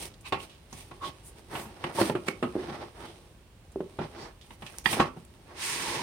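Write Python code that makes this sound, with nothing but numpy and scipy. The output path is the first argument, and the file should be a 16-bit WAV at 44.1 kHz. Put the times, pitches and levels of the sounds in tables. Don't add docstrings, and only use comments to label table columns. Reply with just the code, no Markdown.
import sys
import numpy as np
from scipy import signal
from scipy.fft import rfft, irfft, next_fast_len
from scipy.io import wavfile

SR = 44100
rng = np.random.default_rng(int(sys.argv[2]) if len(sys.argv) > 2 else 0)


def inscribe(sig):
    pcm = np.round(np.clip(np.atleast_2d(sig).T, -1, 1) * 32767)
    wavfile.write(sys.argv[1], SR, pcm.astype(np.int16))


N = 265482
TIME = np.arange(N) / SR
BLOW_TIME = np.arange(SR // 3) / SR
RUB_EDGES_HZ = [120, 700, 2000, 6000, 17000]
BLOW_EDGES_HZ = [125, 260, 700, 1450, 3300, 10000]


def from_db(db):
    return 10 ** (np.asarray(db) / 20)


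def unit_power(pair, size):
    return pair / np.sqrt(np.sum(pair.mean(axis=0) ** 2) / size + 1e-20)


def at_hz(points, hz):
    freq_hz, value = np.transpose(points)
    return np.interp(np.log(np.maximum(hz, 1)), np.log(freq_hz), value)


def centres(edges_hz):
    return np.sqrt(np.multiply(edges_hz[1:], edges_hz[:-1]))


def band(x, low_hz, high_hz, order=2):
    return signal.sosfilt(signal.butter(order, [low_hz, high_hz], "band", fs=SR, output="sos"), x)


def resonate(x, hz, width_hz):
    radius = np.exp(-np.pi * width_hz / SR)
    poles = [1, -2 * radius * np.cos(2 * np.pi * hz / SR), radius ** 2]
    return signal.lfilter(np.array([1, 0, -1]) * (1 - radius ** 2) / 2, poles, x + 1e-18)


def pan(lean_db):
    return from_db(np.array([[.5], [-.5]]) * lean_db)


def fade(t, t60_s):
    return from_db(-60 * t / t60_s)


def ramp(t, half_time_s):
    return (1 + np.sin(np.pi / 2 * np.clip(t / half_time_s, -1, 1))) / 2


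def drift(rate_hz):
    knots = rng.standard_normal(N // 20)
    return np.interp(TIME * rate_hz, np.arange(len(knots)), knots)


def add(out, start_s, sound):
    at = round(start_s * SR)
    out[:, at:at + sound.shape[-1]] += sound[..., :out.shape[-1] - at]


# freq_hz, correlation
STEREO_LIKENESS = [(60, 0.94), (250, 0.95), (450, 0.83), (800, 0.47), (1400, 0.42), (2800, 0), (9000, 0)]
# freq_hz, left_minus_right_db
STEREO_LEAN = [(100, -0.6), (400, -0.5), (800, -0.5), (1400, -4.5), (2800, -6), (6000, -2), (9500, -1.5),
               (13000, 1.5)]
def spread(pair, colour=((10, 0), (20000, 0))):
    size = pair.shape[-1]
    padded = next_fast_len(size, True)
    hz = np.fft.rfftfreq(padded, 1 / SR)
    mid, side = rfft(pair, padded)
    alike = at_hz(STEREO_LIKENESS, hz)
    both = np.sqrt(1 + alike) * mid + np.sqrt(1 - alike) * side * [[1], [-1]]
    return irfft(both * pan(at_hz(STEREO_LEAN, hz)) * from_db(at_hz(colour, hz)), padded)[:, :size]


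def stereo_noise(t):
    return spread(rng.standard_normal((2, len(t))))


# freq_hz, density_db
ROOM_COLOUR = [(22, -24), (33, 2), (50, 9), (90, 5.5), (166, -2.5), (344, -10.5), (545, -12.5),
               (1330, -19.5), (3000, -22), (7000, -29.5), (16000, -30.5)]
def room_tone(level_db):
    return from_db(level_db) * unit_power(spread(rng.standard_normal((2, N)), ROOM_COLOUR), N)


def crackle(colour, grains_per_s, grain_spread_db, smooth_db):
    sizes = from_db(grain_spread_db * np.minimum(rng.exponential(1, N), 4))
    breaks = rng.random(N) < grains_per_s / SR
    grains = sizes * breaks * rng.standard_normal((2, N))
    grains /= np.sqrt(np.mean(grains ** 2))
    return spread(grains + from_db(smooth_db) * rng.standard_normal((2, N)), colour)


# freq_hz, density_db
PEEL_COLOUR = [(100, 3), (150, -6.5), (200, -7), (350, -3), (600, -6.5), (1100, -14.5), (1500, -16.5),
               (3600, -15), (4600, -19), (5800, -21), (7000, -28), (9000, -18.5), (16000, -29.5)]
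# time_s, relative_db
PULL_LEVELS = [(0, -43.5), (.17, -60.5), (.45, -52.5), (.6, -60), (1, -53.5), (1.4, -56), (1.75, -52.5),
               (2.2, -51), (2.38, -52), (2.55, -50), (2.9, -55.5), (3.15, -51.5), (3.5, -67.5),
               (3.9, -55.5), (4.1, -51.5), (4.37, -62), (5.5, -57.5)]
def tacky_skin(gain_db):
    bonds = crackle(PEEL_COLOUR, grains_per_s=250, grain_spread_db=1, smooth_db=4.5)
    pull_db = np.interp(TIME, *np.transpose(PULL_LEVELS))
    return from_db(gain_db + pull_db) * unit_power(band(bonds, 92, 14400), N)


def friction(gains, texture, stutter_db, stutter_hz):
    shared_slip, out = drift(stutter_hz), 0
    for gain, low, high in zip(gains, RUB_EDGES_HZ, RUB_EDGES_HZ[1:]):
        stutter = from_db(stutter_db * (shared_slip + .5 * drift(stutter_hz)))
        out += gain * stutter * unit_power(band(texture, low, high, order=3), N)
    return out


# start_s, end_s, drag_db, tear_db
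HAND_STROKES = [(.01, .058, -53, -39.5), (0.267, .282, -59, -49), (0.406, .44, -53.5, -50.5),
                (0.728, 0.858, -62, -53.5), (1.038, 1.089, -45, -52.5), (1.375, 1.391, -54, -57.5),
                (1.521, 1.613, -42, -52.5), (1.62, 1.767, -53.5, -71), (1.825, 1.908, -42, -59),
                (1.959, 2.094, -40, -42.5), (1.988, 2.03, -32, -35.5), (2.278, 2.303, -40, -47),
                (2.578, 2.84, -43.5, -65.5), (2.975, 3.084, -48, -60), (4.019, 4.048, -39, -71),
                (4.15, 4.277, -47, -74), (4.452, 4.545, -64.5, -61.5), (4.628, 4.791, -58, -56.5),
                (4.873, 4.956, -43.5, -34.5), (4.939, 5.055, -36, -54), (5.183, 5.205, -62, -61),
                (5.479, 5.578, -54, -78)]
def hand_strokes(gain_db):
    drag_bands_db, tear_bands_db = np.array([.5, -.5, -8, -43.5]), np.array([-16, -12.5, -1.5, -1.5])
    sticky = crackle(PEEL_COLOUR, grains_per_s=1500, grain_spread_db=3.5, smooth_db=4.5)
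    power, t = 0, TIME[::20]
    for start_s, end_s, drag_db, tear_db in HAND_STROKES:
        ease_s = .17 * (end_s - start_s)
        shape = ramp(t - start_s, .02 + ease_s) * ramp(end_s - t, .025 + ease_s)
        band_powers = from_db(drag_bands_db + drag_db) ** 2 + from_db(tear_bands_db + tear_db) ** 2
        power += np.outer(band_powers, shape)
    gains = [np.interp(TIME, t, gain) for gain in np.sqrt(power)]
    return from_db(gain_db) * friction(gains, sticky, stutter_db=2.5, stutter_hz=70)


# start_s, relative_db, pitch_hz, t60_s
THREAD_SNAPS = [(.139, -47, 3660, 0.049), (.2089, -48.5, 9500, .051), (.4296, -44, 3040, 0.074),
                (0.496, -41.5, 3100, 0.33), (0.728, -38, 6000, 0.045), (2.279, -33, 2590, 0.046),
                (3.7183, -52.5, 8600, 0.059), (4.412, -42, 3350, 0.15), (4.664, -32, 2620, .1),
                (4.74, -45, 1300, .06), (4.7846, -31, 8260, 0.0092), (5.249, -50.5, 9800, .04)]
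def snaps(gain_db, width_share):
    out = np.zeros((2, N))
    for start_s, level_db, hz, t60_s in THREAD_SNAPS:
        burst = stereo_noise(BLOW_TIME) * fade(BLOW_TIME, t60_s)
        snap = unit_power(resonate(burst, hz, hz * width_share), size=200)
        add(out, start_s, from_db(level_db + gain_db) * snap)
    return out


# centre_s, half_length_s, pitch_hz, width_share, relative_db
RUBBER_SLIPS = [(0.267, 0.015, 1080, 0.11, -50.5), (.268, 0.012, 2530, 0.14, -42),
                (.271, .012, 3860, 0.089, -48.5), (0.404, 0.0031, 2900, 0.057, -41.5),
                (1.042, 0.017, 1112, 0.08, -36.5), (1.064, 0.022, 3430, 0.19, -41),
                (1.274, 0.021, 9800, 0.23, -49.5), (1.6, 0.045, 11400, 0.53, -47),
                (1.996, 0.013, 920, .08, -31), (2.018, 0.014, 4270, 0.072, -37),
                (2.286, 0.0024, 2100, 0.27, -23), (3.073, .035, 3200, .17, -53.5),
                (4.225, .035, 4600, 0.3, -51.5), (5.011, 0.0091, 1145, 0.12, -22.5)]
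def squeaks(gain_db):
    out, t = np.zeros((2, N)), BLOW_TIME
    middle_s = t.mean()
    for centre_s, half_length_s, hz, width_share, level_db in RUBBER_SLIPS:
        slips = resonate(stereo_noise(t), hz, hz * width_share)
        swell = np.exp(-((t - middle_s) / half_length_s) ** 2 / 2)
        squeak = unit_power(slips * swell, np.sum(swell ** 2))
        add(out, centre_s - middle_s, from_db(level_db + gain_db) * squeak)
    return out


def smack(levels_db, t60_s, rise_s, treble_shortening):
    t, out = BLOW_TIME, 0
    noise = stereo_noise(t)
    for level_db, low, high in zip(levels_db, BLOW_EDGES_HZ, BLOW_EDGES_HZ[1:]):
        shape = (1 - np.exp(-t / rise_s)) * fade(t, t60_s * (400 / low) ** treble_shortening)
        burst = band(noise * shape, low, high, order=3 if high < 2000 else 2)
        out += from_db(level_db) * unit_power(burst, size=1300)
    return out


# pitch_hz, width_hz, gain_db
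MOLD_MODES = [(149.8, 14.6, -0.5), (352, 38, 1), (474, 14, -41), (816, 104, -3.5), (925, 48, -3.5),
              (1089, 53, -2.5), (1930, 27, -22), (3050, 160, -21)]
def mold(x):
    return x + sum(from_db(db) * resonate(x, hz, width_hz) for hz, width_hz, db in MOLD_MODES)


def mold_boom(levels_db, damping):
    force = np.transpose([centres(BLOW_EDGES_HZ), levels_db])
    out, t = 0, BLOW_TIME
    for hz, width_hz, db in MOLD_MODES:
        decay = np.exp(-np.pi * width_hz * damping * t)
        out += from_db(at_hz(force, hz) + db) * np.sin(2 * np.pi * hz * t) * decay
    return out


# start_s, relative_db, tilt_db_per_octave, thump_db, base_t60_s, rise_s
FLAP_SLAPS = [(.323, -29, 1.1, -5, .12, 0.00068), (.727, -50.5, -1.5, 3.5, 0.07, 0.0005),
              (0.9128, -47.5, -1.1, -8, 0.079, .0004), (1.552, -41.5, 4.5, -7, 0.083, 0.0011),
              (1.654, -53, 0.5, 11.5, 0.14, 0.0014), (1.84, -35, 1.8, -1, 0.047, .0006),
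              (2.686, -43, -6, -7, 0.2, 0.001), (3.988, -33.5, -5, -7.5, .077, 0.0017),
              (4.506, -54.5, 4, 12, 0.053, 0.00059), (4.622, -47, 2, 7.5, .065, 0.00091),
              (4.858, -32, 3.5, 3.5, 0.04, .0012), (4.928, -39, 6.5, 14.5, 0.083, .0006),
              (4.998, -23, -0.5, -1, 0.043, 0.0039), (5.165, -49, -6, -4, .1, .003)]
def slaps():
    slap_bands_db, face_bands_db = np.array([-3.5, 0, -3.5, -5, -29]), [-3, -8.5, -1, -3, -1]
    octaves = np.log2(centres(BLOW_EDGES_HZ) / 686)
    out = np.zeros((2, N))
    for start_s, level_db, tilt_db, thump_db, t60_s, rise_s in FLAP_SLAPS:
        levels_db = slap_bands_db + level_db + tilt_db * octaves
        levels_db[0] += thump_db
        edge_db = -16 - 2500 * rise_s
        edge = smack(levels_db + edge_db, t60_s=.012, rise_s=.000086, treble_shortening=.48)
        face = smack(levels_db + face_bands_db, t60_s, rise_s, treble_shortening=.035)
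        add(out, start_s, edge + face + from_db(3) * mold_boom(levels_db, damping=1.48))
    return out


# start_s, cavity_db, pitch_hz, cavity_t60_s, skin_db, skin_base_t60_s
AIR_POCKETS = [(.332, -29, 350, .09, -50, .05), (1.986, -24, 547, 0.12, -38, 0.055),
               (2.0131, -17.5, 334, 0.15, -31, 0.062), (2.0969, -22.5, 387, 0.063, -30.5, 0.026),
               (2.1514, -26.5, 360.5, 0.12, -33.5, 0.089), (2.2838, -24.5, 361, 0.047, -36.5, 0.013),
               (2.4261, -23.5, 357.3, 0.15, -29, 0.12), (2.554, -23, 326, 0.073, -56, 0.022),
               (2.5639, -26, 368, 0.15, -57, .03), (3.759, -27, 382, 0.18, -66, 0.039),
               (3.805, -25, 379, 0.048, -49, 0.045)]
def pops(gain_db, sag_share, sag_s):
    skin_bands_db = np.array([-4.5, -4.5, -5.5, -12.5, -29])
    out, t = np.zeros((2, N)), BLOW_TIME
    for start_s, cavity_db, hz, t60_s, skin_db, skin_t60_s in AIR_POCKETS:
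        gulp = from_db(4) * np.sin(2 * np.pi * hz * 1.4 * t) * fade(t, .0083)
        sinking_hz = hz * (1 + sag_share * (np.exp(-t / sag_s) - .5))
        cavity = np.sin(2 * np.pi * np.cumsum(sinking_hz) / SR) * fade(t, t60_s)
        skin = smack(skin_bands_db + skin_db, skin_t60_s, rise_s=.0003, treble_shortening=.081)
        low_ring = from_db(-13.5) * np.sin(2 * np.pi * hz * .87 * t) * fade(t, .24)
        pop = skin - from_db(cavity_db) * band(gulp + cavity + low_ring, 147, 1080) * pan(-1.3)
        add(out, start_s, workshop(pop, wet_db=-8.5, build_s=.0029))
    return from_db(gain_db) * out


# pitch_hz, relative_db, t60_s
SHELL_MODES = [(1797, -14.5, 0.017), (1924, -19, 0.031), (2400, -32, 0.041), (3230, -17.5, 0.022),
               (3530, -27.5, 0.074), (4700, -33, 0.056)]
def shell_clack(start_s, rise_s, lean_db):
    out, t = np.zeros((2, N)), BLOW_TIME
    attack = 1 - np.exp(-t / rise_s)
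    for hz, db, t60_s in SHELL_MODES:
        phase = rng.uniform(0, np.pi, (2, 1))
        add(out, start_s, from_db(db) * np.sin(2 * np.pi * hz * t + phase) * attack * fade(t, t60_s))
    return band(out, 800, 5900) * pan(lean_db)


# freq_hz, density_db
CASTING_COLOUR = [(100, -3), (160, -11), (450, -7), (700, -12.5), (1000, 10.5), (2300, -2), (6000, -6),
                  (7500, -9), (9000, -4), (16000, -19)]
def casting_slide(start_s, swell_s, lag_s_per_octave, dulling_db_per_octave_s):
    bands_db = [-50.5, -43, -36, -36.5]
    smooth = crackle(CASTING_COLOUR, grains_per_s=8000, grain_spread_db=1.5, smooth_db=2.5)
    t, gains = TIME - start_s, []
    for db, octave in zip(bands_db, np.log2(centres(RUB_EDGES_HZ) / 1850)):
        swell = (1 + np.tanh((t - lag_s_per_octave * octave) / swell_s)) / 2
        dulling_db = dulling_db_per_octave_s * octave * np.maximum(t, 0)
        gains.append(swell * from_db(db - dulling_db))
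    return friction(gains, smooth, stutter_db=1.02, stutter_hz=40)


# freq_hz, t60_s
ROOM_DECAY = [(100, 0.36), (400, 0.31), (1500, 0.24), (5000, 0.19), (15000, 0.098)]
def workshop(x, wet_db, build_s):
    t = np.arange(SR // 2) / SR
    noise, tail = stereo_noise(t), 0
    edges_hz = np.geomspace(60, 17000, 8)
    for low, high, t60_s in zip(edges_hz, edges_hz[1:], at_hz(ROOM_DECAY, centres(edges_hz))):
        tail += band(noise, low, high) * fade(t, t60_s)
    tail *= 1 - np.exp(-(t / build_s) ** 2)
    tail /= np.sqrt(np.sum(tail ** 2) / 2)
    return x + from_db(wet_db) * signal.fftconvolve(x, tail, axes=1)[:, :x.shape[-1]]


def scene():
    rumble = room_tone(level_db=-54.5)
    peeling = tacky_skin(gain_db=-5) + hand_strokes(gain_db=-3.5) + squeaks(gain_db=-3.5)
    blows = snaps(gain_db=-8, width_share=.35) + slaps()
    pockets = pops(gain_db=1, sag_share=.11, sag_s=.023)
    clack = shell_clack(start_s=4.858, rise_s=.00039, lean_db=-14.5)
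    slide = casting_slide(start_s=5.594, swell_s=.035, lag_s_per_octave=.011, dulling_db_per_octave_s=13)
    rubbing = workshop(mold(peeling + slide), wet_db=-12.5, build_s=.0058)
    knocking = workshop(mold(blows + clack), wet_db=-9, build_s=.0038)
    return rumble + rubbing + knocking + pockets


def microphone(x, port_hz, q, share):
    omega = 2 * SR * np.tan(np.pi * port_hz / SR)
    ports = signal.bilinear([omega ** 2], [1, omega / q, omega ** 2], SR)
    return (1 - share) * x + share * signal.lfilter(*ports, x)


def record(dry):
    coloured = microphone(dry, port_hz=9650, q=6.2, share=.17)
    low_cut = signal.sosfilt(signal.butter(4, 36, "high", fs=SR, output="sos"), coloured)
    return signal.sosfilt(signal.ellip(10, .1, 90, 15900, fs=SR, output="sos"), low_cut)


dry = scene()
out = record(dry)
inscribe(out)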